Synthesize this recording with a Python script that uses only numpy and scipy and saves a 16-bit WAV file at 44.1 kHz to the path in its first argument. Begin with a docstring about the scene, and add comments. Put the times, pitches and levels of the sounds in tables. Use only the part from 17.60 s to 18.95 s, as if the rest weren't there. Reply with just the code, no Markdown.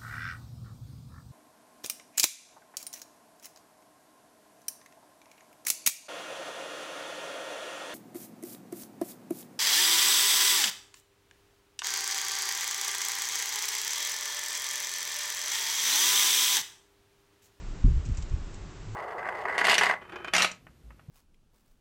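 """A quiet room, heard through the one microphone of a hand-held camera, with the hand right on it.
From the start there is steady hiss, a faint hum and the low rumble of the moving hand.
A quarter second in, the grip shifts: soft pushes rock the case, then one strong dull bump.
Weaker bumps follow, among small dry ticks close to the microphone, like lip or tongue clicks.
The hand settles, and the hum swells at the very end."""
import sys
import numpy as np
from scipy import signal
from scipy.fft import rfft, irfft, next_fast_len
from scipy.io import wavfile
from scipy.ndimage import map_coordinates

SR = 44100
rng = np.random.default_rng(int(sys.argv[2]) if len(sys.argv) > 2 else 0)


def store_wav(level_fs):
    """Save 16-bit WAV to argv[1]."""
    pcm = np.round(np.clip(np.atleast_2d(level_fs), -1, 1) * 32767)
    wavfile.write(sys.argv[1], SR, pcm.T.astype(np.int16))


N = 59535

# spectrum of the room's hiss (frequency [Hz], relative level [dB])
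HISS_SPECTRUM = [(20, -1), (85, 0), (170, 6.5), (210, -3), (260, 0), (360, -1), (480, -8), (700, -11),
                 (1100, -11), (1800, -15), (2600, -17.5), (4500, -21.5), (6500, -22), (7600, -21),
                 (8500, -35)]
# course of the background hum (time [s], level [dB])
HUM_LEVELS = [(0, -58), (1.0, -55), (1.23, -54), (1.275, -41.5), (1.35, -38.5)]
# course of the handling rumble at the microphone (time [s], level [dB])
RUMBLE_LEVELS = [(0, -35.5), (.19, -43), (.28, -28.5), (.43, -36), (.62, -42), (.67, -44), (.81, -35),
                 (.88, -40), (1.0, -38), (1.08, -40), (1.17, -46), (1.35, -45)]
# spectrum of that rumble (frequency [Hz], relative level [dB])
RUMBLE_SPECTRUM = [(10, -18), (25, 11), (52, 3), (80, -9), (105, -8), (140, -18), (200, -39), (400, -41.5),
                   (900, -81.5)]
# pushes of the hand on the case
# (time [s], strength [dB], contact [ms], grip damping [1 = light hold], pitch from stiffness [factor])
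PUSHES = [(0.2391, -11, 11.3, 1.13, 1.06), (0.244, -17.5, 6, 0.62, 0.93), (0.2627, -12.5, 8.8, 1.4, 1.04),
          (0.279, -38, 3, 1.2, 1.35), (0.3058, -26.5, 7.9, 0.49, 1.07), (0.3657, -4, 17.6, 2, 1.11),
          (0.457, -26.5, 9.1, 1.036, 1.02), (0.4852, -27, 7.2, 0.87, 0.94), (0.4948, -24, 5.37, 5.2, 1.6),
          (0.516, -22, 8.2, 3.5, 1.13), (0.5819, -19, 11.8, 2.6, 1.08), (0.631, -22.5, 12.7, 2.6, 0.863),
          (0.709, -24, 12, 0.96, 1.08), (0.72, -27, 8.6, 1.36, 0.95), (0.7384, -22, 9.2, 1.8, 0.9)]
# case modes before the grip scales them (frequency [Hz], relative level [dB], time to fall 60 dB [s])
CASE_MODES = [(38.7, -1, 0.42), (67.24, -4, 0.43), (121.3, 6.5, 0.084), (182.3, -1.5, 0.15),
              (272.6, 14, 0.042)]
# spectrum of skin dragging on the case (frequency [Hz], relative level [dB])
DRAG_SPECTRUM = [(30, -28), (60, 0.5), (120, 1.5), (165, -14.5), (210, -13), (370, -27.5), (550, -43),
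                 (1000, -87)]
# small dry ticks close by (time [s], snap [dB], scuff [dB], scuff decay [s], ring [dB])
DRY_TICKS = [(0.4542, -46, -55, 0.003, -54), (0.4615, -41, -50, 0.012, -54), (0.4895, -42, -58, 0.004, -70),
             (0.524, -46, -55, 0.006, -63), (0.5495, -44, -55, 0.005, -51), (0.5732, -28, -43, 0.004, -58),
             (0.583, -50, -51, 0.028, -58), (0.626, -39, -45, 0.006, -61), (0.6985, -39, -55, 0.003, -72),
             (0.9458, -42, -52, 0.011, -67)]
# spectrum of the scuff around a tick (frequency [Hz], relative level [dB])
SCUFF_SPECTRUM = [(300, -54), (1500, -11.5), (2500, -1.5), (4500, -4), (5800, 1), (7600, 4), (8500, -6)]

HISS_DB, HUM_HZ, HUM_WANDER = -47, 106.8, 0.017
GRIP_HZ = 50  # a firm grip holds back the rocking below this
DRAG_DB, DRAG_RISE_S, DRAG_T60_S = -13.5, 0.017, 0.15  # level relative to the push; decay in a light hold
SNAP_HZ, SNAP_T60_S = 6600, 0.00076
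RING_HZ, RING_T60_S = 2480, 0.03
SCUFF_GRAIN_DB, SCUFF_RISE = 3, 0.47  # unevenness; rise time over decay time
BAND_LIMIT_HZ = 8500


def amp(db):
    """Decibels to gain."""
    return 10 ** (np.asarray(db) / 20)


def unit(x):
    """Scale to rms 1."""
    return x / np.sqrt(np.mean(x ** 2) + 1e-20)


def level(points):
    """Gain per sample from (time [s], level [dB]) points."""
    return amp(np.interp(np.arange(N) / SR, *np.transpose(points)))


def wobble(rate_hz):
    """A smooth random curve through rate_hz knots a second."""
    knots = rng.standard_normal(int(N * rate_hz / SR) + 4)
    return map_coordinates(knots, [np.arange(N) * rate_hz / SR])


def filtered(x, response):
    """Filter x by a gain given as a function of frequency."""
    size = next_fast_len(N + SR // 2)
    gain = response(np.fft.rfftfreq(size, 1 / SR))
    return irfft(rfft(x, size) * gain, size)[:N]


def noise(spectrum):
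    """Noise of rms 1, shaped by (frequency [Hz], level [dB]) points joined on a log axis."""
    points_hz, db = np.transpose(spectrum)
    white = rng.standard_normal(N)
    return unit(filtered(white, lambda hz: amp(np.interp(np.log(hz + 1), np.log(points_hz), db))))


def room_tone():
    """The bed of the room: even hiss and a low, slightly unsteady hum that swells at the end."""
    hiss = amp(HISS_DB) * noise(HISS_SPECTRUM)
    hum_hz = HUM_HZ * (1 + HUM_WANDER * wobble(rate_hz=13.8))
    hum = unit(np.sin(2 * np.pi * np.cumsum(hum_hz) / SR))
    return hiss + level(HUM_LEVELS) * hum


def hand_rumble():
    """The moving hand shakes the microphone, less as it settles."""
    return level(RUMBLE_LEVELS) * noise(RUMBLE_SPECTRUM)


def case_bumps():
    """Each push rocks the case; long contacts sound duller, and a firm grip stops the ring sooner."""
    t, bumps = np.arange(N) / SR, np.zeros(N)
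    for start, db, contact_ms, damping, pitch in PUSHES:
        ring = np.zeros(N)
        for hz, mode_db, t60 in CASE_MODES:
            decay = amp(mode_db - 60 * damping * t / t60)
            restraint = damping if hz < GRIP_HZ else 1
            ring += decay * np.cos(2 * np.pi * hz * pitch * t) / restraint
        progress = np.clip((t - start) * 1000 / contact_ms, 0, 1)
        force = np.sin(np.pi * progress) ** 2
        bumps -= amp(db) * signal.fftconvolve(force / force.sum(), ring)[:N]
    return bumps


def skin_drag():
    """Skin drags on the case after each push: a short, low rub right at the microphone."""
    t, envelope = np.arange(N) / SR, np.zeros(N)
    for start, db, _, damping, _ in PUSHES:
        age = np.maximum(t - start, 0)
        rise = 1 - np.exp(-age / DRAG_RISE_S)
        decay = amp(db - 60 * damping * age / DRAG_T60_S)
        envelope = np.hypot(envelope, rise * decay)  # overlapping rubs add in power
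    return amp(DRAG_DB) * envelope * noise(DRAG_SPECTRUM)


def dry_ticks():
    """Close ticks, like lip or tongue clicks: each a tiny snap and a thin ring in a short grainy scuff."""
    t = np.arange(N) / SR
    snaps, rings, scuff_envelope = np.zeros((3, N))
    for start, snap_db, scuff_db, scuff_decay_s, ring_db in DRY_TICKS:
        age, lead = np.maximum(t - start, 0), np.maximum(start - t, 0)
        snaps += amp(snap_db - 60 * age / SNAP_T60_S) * np.sin(2 * np.pi * SNAP_HZ * age)
        rings += amp(ring_db - 60 * age / RING_T60_S) * np.sin(2 * np.pi * RING_HZ * age)
        scuff_envelope += amp(scuff_db) * np.exp(-(age + lead / SCUFF_RISE) / scuff_decay_s)
    grains = unit(amp(SCUFF_GRAIN_DB * wobble(rate_hz=900)))
    return snaps + rings + scuff_envelope * grains * noise(SCUFF_SPECTRUM)


def scene():
    """Room tone behind, handling noise and ticks up close, in mono at the camera's microphone."""
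    return (room_tone() + hand_rumble() + case_bumps() + skin_drag() + dry_ticks())[None]


def record(dry):
    """The recorder rolls off steeply at its band limit."""
    return filtered(dry[0], lambda hz: 1 / np.sqrt(1 + (hz / BAND_LIMIT_HZ) ** 100))[None]


dry = scene()
out = record(dry)
store_wav(out)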